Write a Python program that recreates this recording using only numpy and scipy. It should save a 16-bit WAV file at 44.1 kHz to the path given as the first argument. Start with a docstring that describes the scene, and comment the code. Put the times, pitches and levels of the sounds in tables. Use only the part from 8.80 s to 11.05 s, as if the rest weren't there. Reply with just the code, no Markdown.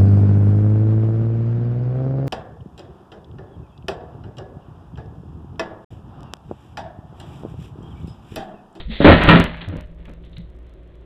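"""Over a low mains hum, a cat's paws scrape and pad in a small kitchen. The cat jumps at a plastic feeder,
which bangs the cabinet near 0.25 s and again near 0.5 s, rattling the dry food inside.
A small, dull microphone on the floor overloads on the bangs and ticks now and then.
The feeder rocks and settles while the cabinet rings on. Light taps and faint scrapes come last."""
import sys
import numpy as np
from scipy import signal
from scipy.fft import rfft, irfft, next_fast_len
from scipy.io import wavfile

SR = 44100
rng = np.random.default_rng(int(sys.argv[2]) if len(sys.argv) > 2 else 0)


def unload_audio(sound):
    """Save the sound as a 16-bit wav file, at the path given as the first command line argument."""
    columns = np.transpose(np.atleast_2d(sound))
    # keep every value between -1 and 1, then stretch to whole-number steps
    steps = np.round(np.clip(columns, -1, 1) * 32767)
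    wavfile.write(sys.argv[1], SR, steps.astype(np.int16))


N = 99225  # 2.25 s

# appliance hum: pitch_hz, level_db
HUM_TONES = [(59.2, -45), (118.4, -63.5), (168, -60.5), (366, -64)]
# still kitchen air: pitch_hz, level_db
AIR_TONE = [(47, -38), (80, -8), (107, -4), (241, -15), (364, -9), (432, -16), (579, -14.5), (804, -28.5),
            (1190, -29.5), (1600, -38), (1840, -41), (3240, -43.5), (4900, -59.5), (6370, -90),
            (10800, -120)]
# how hard the floor shakes: time_s, level_db
FLOOR_LEVEL = [(0, -25), (.18, -38.5), (.27, -19.5), (.34, -26.5), (.46, -25.5), (.56, -23.5), (.66, -32.5),
               (.8, -40), (.95, -37.5), (1.1, -41.5), (1.6, -40.5), (2.25, -49.5)]
# the floor's rumble: pitch_hz, level_db
FLOOR_TONE = [(3, -33.5), (14, -10), (26, -15), (54, -5.5), (75, -20), (160, -42), (400, -76.5)]
# how hard paws and fur slide: time_s, level_db
SCRAPE_LEVEL = [(0, -35), (.045, -53), (.08, -56), (.118, -32), (.19, -35.5), (.23, -26), (.3, -87),
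                (1.41, -80.5), (1.45, -57), (1.51, -68), (1.6, -59), (1.7, -85), (1.82, -82.5),
                (1.88, -66.5), (1.98, -74), (2.06, -75.5), (2.14, -68.5), (2.25, -78.5)]
# their scraping sound: pitch_hz, level_db
SCRAPE_TONE = [(200, -4), (600, -0.5), (1100, -13.5), (1700, -8), (1950, -0.5), (2200, -4.5), (2900, -7.5),
               (3300, -2.5), (3900, -2), (5000, -6)]
# the feeder hits cabinet and floor: start_s, boom_db, knock_db, clack_db
FEEDER_HITS = [(.002, -48.5, -35, -40.5), (.201, -34.5, -26.5, -46), (0.204, -22.5, -8, -42),
               (0.216, -32, -20.5, -22.5), (0.223, -29, -20, -24), (.245, -6, 5.5, -6),
               (0.254, -16.5, -8, -7), (.261, -8.5, -4.5, -7.5), (.271, 2, 1, -10.5),
               (.280, -5, -0.5, -8.5), (.287, -4, 4, -14), (.296, -1, -0.5, -7.5), (.320, -19.5, -12, -9),
               (0.345, -29, -18.5, -38), (0.399, -35, -19.5, -41.5), (.418, -29, -21, -13),
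               (.443, -15, -38, -21), (0.481, -8, -15, -18), (.488, -9, 3.5, 5.5),
               (0.499, -28.5, -15.5, -17.5), (0.529, -28, -5.5, -24), (.543, -16, -16, -13.5),
               (.558, -15.5, -3.5, -31), (.589, -25.5, -16.5, -45), (.600, -14.5, -22.5, -22.5),
               (.818, -48, -35.5, -44.5), (.878, -36.5, -36, -50), (0.895, -31.5, -42, -43.5),
               (.925, -33.5, -27, -44.5), (0.953, -34.5, -29.5, -59), (0.984, -35, -40.5, -52),
               (1.197, -49, -53.5, -70.5), (1.279, -39.5, -35.5, -60), (1.295, -65, -39, -75)]
# feeder and cabinet ringing: pitch_hz, level_db, fade_s (time to fall by 60 dB)
BOOM_NOTES = [(52.56, -16.5, 0.067), (91.1, 2, 0.071), (118, -17.5, 0.12), (163.6, -4, 0.27),
              (232.6, -12, .14), (294.6, -0.5, 0.073), (364, -12, .2), (500.2, -17.5, 0.32), (553, -11, .2),
              (605.6, -16, 0.57)]
# the food hopper's thin wall ringing: pitch_hz, level_db
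WALL_NOTES = [(885, -3), (988, 1.5), (1225, -1.5), (1315, -2), (1360, 1), (1442, -4.5), (1730, -7.5),
              (1846, -3.5), (1880, -1), (2390, -3.5), (3250, -15.5)]
# the hollow base: pitch_hz, level_db
KNOCK_TONE = [(40, -22.5), (130, 1), (280, 4.5), (420, -2.5), (580, -4), (800, -17.5), (1300, -18.5),
              (2500, -36), (5000, -49)]
# the hard plastic: pitch_hz, level_db
CLACK_TONE = [(100, -11.5), (500, -4.5), (1000, 7), (1400, 6), (1900, -13.5), (2600, -1), (3400, -8.5),
              (4200, -11), (5000, -2)]
# claws and loose pellets on plastic: start_s, level_db, pitch_hz
PLASTIC_TAPS = [(.002, -46.5, 3170), (0.659, -29, 2070), (.743, -33.5, 1700), (0.775, -39, 2040),
                (.811, -35, 3010), (0.815, -34.5, 3220), (0.842, -42.5, 2900), (1.01, -56, 1457),
                (1.202, -62.5, 2000), (1.255, -48.5, 2300), (1.336, -74, 1570), (1.438, -55, 3200),
                (1.462, -59, 2990), (1.531, -51, 3800), (1.567, -39, 4020), (1.582, -61, 1960)]
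# paws and feeder landing: start_s, level_db, pitch_hz, fade_s
FLOOR_THUDS = [(.074, -33.5, 58.34, .15), (.078, -33, 170, .16), (.093, -28.5, 220, .14),
               (.272, -6, 90.96, .17), (.441, -23.5, 165, 0.22), (.483, -11.5, 165, 0.12),
               (.543, -9.5, 172.6, .2), (.876, -26, 92.4, 0.3), (.924, -32.5, 158.2, 0.37),
               (1.578, -31, 127, .08), (1.592, -31, 172, 0.087)]
# how hard the food is shaken: time_s, level_db
RATTLE_LEVEL = [(.2, -85.5), (.25, -7.5), (.33, -14), (.37, -23.5), (.46, -23.5), (.51, -13), (.58, -21),
                (.64, -30), (.71, -41.5), (.79, -46.5), (.83, -39.5), (.88, -51), (.99, -49), (1.06, -62.5),
                (1.14, -69), (1.23, -60), (1.29, -55), (1.4, -69)]
# pellets colliding: pitch_hz, level_db
RATTLE_TONE = [(150, -24.5), (500, 3.5), (1000, 2.5), (1400, -1), (1850, 2), (2250, -4), (2700, -5.5),
               (3500, -10), (4200, -11), (5000, -13)]
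# two close cabinet notes that waver together: start_s, level_db, pitch_hz, fade_s
CABINET_NOTES = [(0.545, -41.5, 167.1, 2.96), (.543, -48, 177, 2.4)]
# the kitchen's echo: pitch_hz, fade_s
ECHO_FADES = [(100, 0.49), (400, 0.23), (1000, 0.29), (2500, 0.31), (5000, 0.39)]
# what the microphone boosts: pitch_hz, gain_db
MIC_BOOST = [(10, 0), (30, 0), (200, 2), (1000, 1), (3500, 6), (4200, 4), (5000, 1.5)]
# the treble it loses: pitch_hz, gain_db
MIC_DULLING = [(3600, 0), (4100, -4), (4500, -11), (4850, -22), (5200, -39), (6300, -43), (7500, -37),
               (9000, -44), (16000, -47)]
# its hiss: pitch_hz, level_db
HISS_TONE = [(1000, -3), (5000, 0.5), (8000, -3), (12000, -6.5), (15000, -19)]
# ticks in its signal: start_s, level_db
MIC_TICKS = [(.4375, -15), (.490, -18), (.496, -19.5), (.515, -21), (.601, -10), (.642, -14.5),
             (.8875, -28.5), (.969, -31.5), (1.010, -30), (1.255, -38.5), (1.296, -39.5), (1.337, -38),
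             (1.583, -34), (1.868, -47.5), (2.155, -47.5)]
# their brightness: pitch_hz, gain_db
MIC_TICK_TONE = [(1000, 0.5), (8000, 1.5), (12000, -1.5), (15500, -6)]


def amp(db):
    """Turns decibels into a multiplier."""
    return 10 ** (np.asarray(db) / 20)


def unit(x):
    """Scales a sound to an average (rms) strength of 1."""
    return x / np.sqrt(np.mean(x ** 2) + 1e-20)


def look_up(table, hz):
    """Reads between a table's rows by pitch."""
    pitches, values = np.transpose(table)
    return np.interp(np.log(hz + 1), np.log(pitches + 1), values)


def level(table):
    """Turns levels over time into a multiplier per sample."""
    return amp(np.interp(np.arange(N) / SR, *np.transpose(table)))


def colour(x, tone):
    """Makes each pitch louder or softer by a tone table."""
    size = next_fast_len(len(x) + 2 ** 13, True)
    gain = amp(look_up(tone, np.fft.rfftfreq(size, 1 / SR)))
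    return irfft(rfft(x, size) * gain, size)[:len(x)]


def noise(tone):
    """A steady rush with the given tone."""
    return unit(colour(rng.standard_normal(N), tone))


def add(mix, start_s, sound):
    """Mixes a sound in at its start time."""
    part = mix[max(round(start_s * SR), 0):][:len(sound)]
    part += sound[:len(part)]


def strike(t, fade_s, rise_s=.0006):
    """A struck thing gets loud quickly, then dies away."""
    return (1 - np.exp(-t / rise_s)) * np.exp(-np.log(1000) * t / fade_s)


def ring(notes, t):
    """Fading notes sound together, with new strengths at each hit."""
    hz, db, fade_s = np.transpose(notes)[:, :, None]
    waves = amp(db) * np.sin(2 * np.pi * hz * t) * strike(t, fade_s)
    return amp(1.3 * rng.standard_normal(len(waves))) @ waves


def blur(tone, size):
    """So many notes at once that they blur into noise."""
    hz = np.fft.rfftfreq(size, 1 / SR)
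    phases = np.exp(2j * np.pi * rng.random(len(hz)))
    return unit(irfft(amp(look_up(tone, hz)) * phases))


def grains(tone, per_s, spread_db):
    """A shower of tiny clicks of uneven size."""
    sizes = amp(spread_db * np.minimum(rng.exponential(1, N), 4))
    signs = rng.choice([-1, 1], N)
    happens = rng.random(N) < per_s / SR
    return unit(colour(sizes * signs * happens, tone))


def hum_and_air():
    """An appliance hums on mains power in still kitchen air."""
    t = np.arange(N) / SR
    hum = sum(amp(db) * np.sqrt(2) * np.sin(2 * np.pi * (hz * t + rng.random())) for hz, db in HUM_TONES)
    return hum + amp(-51.5) * noise(AIR_TONE)


def floor_rumble():
    """The floor shakes under the microphone."""
    return level(FLOOR_LEVEL) * noise(FLOOR_TONE)


def paw_scrapes():
    """Paws and fur slide over plastic and floor in many tiny slips."""
    return level(SCRAPE_LEVEL) * grains(SCRAPE_TONE, per_s=4300, spread_db=-.5)


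def feeder_bangs():
    """Each hit booms in the body, knocks in the hollow base and clacks on the hopper wall."""
    boom, clatter = np.zeros(N), np.zeros(N)
    t, brief = np.arange(2 ** 14) / SR, np.arange(2 ** 13) / SR
    wall = [(hz, db, .17) for hz, db in WALL_NOTES]  # all fade in 0.17 s
    knock, clack = strike(brief, fade_s=.1, rise_s=.0018), strike(brief, fade_s=.075)
    for start_s, boom_db, knock_db, clack_db in FEEDER_HITS:
        add(boom, start_s, amp(boom_db) * ring(BOOM_NOTES, t))
        add(clatter, start_s, amp(knock_db) * knock * blur(KNOCK_TONE, len(brief)))
        add(clatter, start_s, amp(clack_db) * clack * blur(CLACK_TONE, len(brief)))
        add(clatter, start_s, amp(clack_db - 14.5) * ring(wall, t))
    return boom, clatter


def light_taps():
    """Claws and loose pellets click on plastic, each strongest around one pitch."""
    out, t = np.zeros(N), np.arange(2 ** 12) / SR
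    shape = strike(t, fade_s=.042, rise_s=.0004)
    for start_s, db, hz in PLASTIC_TAPS:
        tone = [(hz / 8, -16), (hz / 2 ** .6, -9), (hz, 0), (hz * 2 ** .6, -9), (hz * 4, -30)]
        add(out, start_s, amp(db) * blur(tone, len(t)) * shape)
    return out


def wood_notes(notes):
    """Bumped wood sounds a low note: a thud if short, a lingering ring if long."""
    out = np.zeros(N)
    for start_s, db, hz, fade_s in notes:
        t = np.arange(0, fade_s, 1 / SR)
        add(out, start_s, amp(db) * 2 * np.sin(2 * np.pi * hz * t) * strike(t, fade_s, rise_s=.004))
    return out


def food_rattle():
    """Dry pellets collide in the shaken hopper."""
    return level(RATTLE_LEVEL) * grains(RATTLE_TONE, per_s=900, spread_db=3)


def kitchen_echo(x):
    """Hard, close walls bounce the sound back as a short, smooth echo."""
    hz, t, spectrum = signal.stft(rng.standard_normal(2 ** 15), SR, nperseg=256)
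    fade = np.exp(-np.log(1000) * t / look_up(ECHO_FADES, hz)[:, None])
    echo = signal.istft(spectrum * fade, SR)[1]
    echo *= np.clip(np.arange(len(echo)) / SR / .005 - 1, 0, 1)  # starts 5 ms late
    return signal.fftconvolve(x, echo / np.linalg.norm(echo))[:N]


def mic_ticks():
    """Sharp little spikes in the microphone's signal."""
    ticks, t = np.zeros(N), np.arange(2 ** 8) / SR
    for start_s, db in MIC_TICKS:
        add(ticks, start_s, amp(db) * np.exp(-t / .00008))
    return colour(ticks, MIC_TICK_TONE)


def scene():
    """Cat, feeder and food in the room; bright sounds echo more than deep ones."""
    boom, clatter = feeder_bangs()
    deep = boom + wood_notes(FLOOR_THUDS) + wood_notes(CABINET_NOTES)
    bright = clatter + food_rattle() + paw_scrapes()
    rumble = floor_rumble()
    bright += light_taps()
    echo = kitchen_echo(amp(-9) * bright + amp(-15.5) * deep)
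    return (deep + bright + echo + rumble + hum_and_air())[None]


def record(dry):
    """The microphone overloads, loses treble and adds faint hiss, crackle and ticks."""
    heard = colour(dry[0], MIC_BOOST)
    ceiling, hardness = .88, 5
    squashed = heard / (1 + abs(heard / ceiling) ** hardness) ** (1 / hardness)  # rounds off loud peaks
    hiss = amp(-85.5) * noise(HISS_TONE)
    crackle = amp(-83) * grains(HISS_TONE, per_s=25, spread_db=2.5)
    out = colour(squashed, MIC_DULLING) + hiss + crackle + mic_ticks()
    top_cut = signal.firwin(511, 15600, window=("kaiser", 9), fs=SR)  # removes sound above 15600 Hz
    return signal.oaconvolve(out, top_cut, "same")[None]


dry = scene()
out = record(dry)
unload_audio(out)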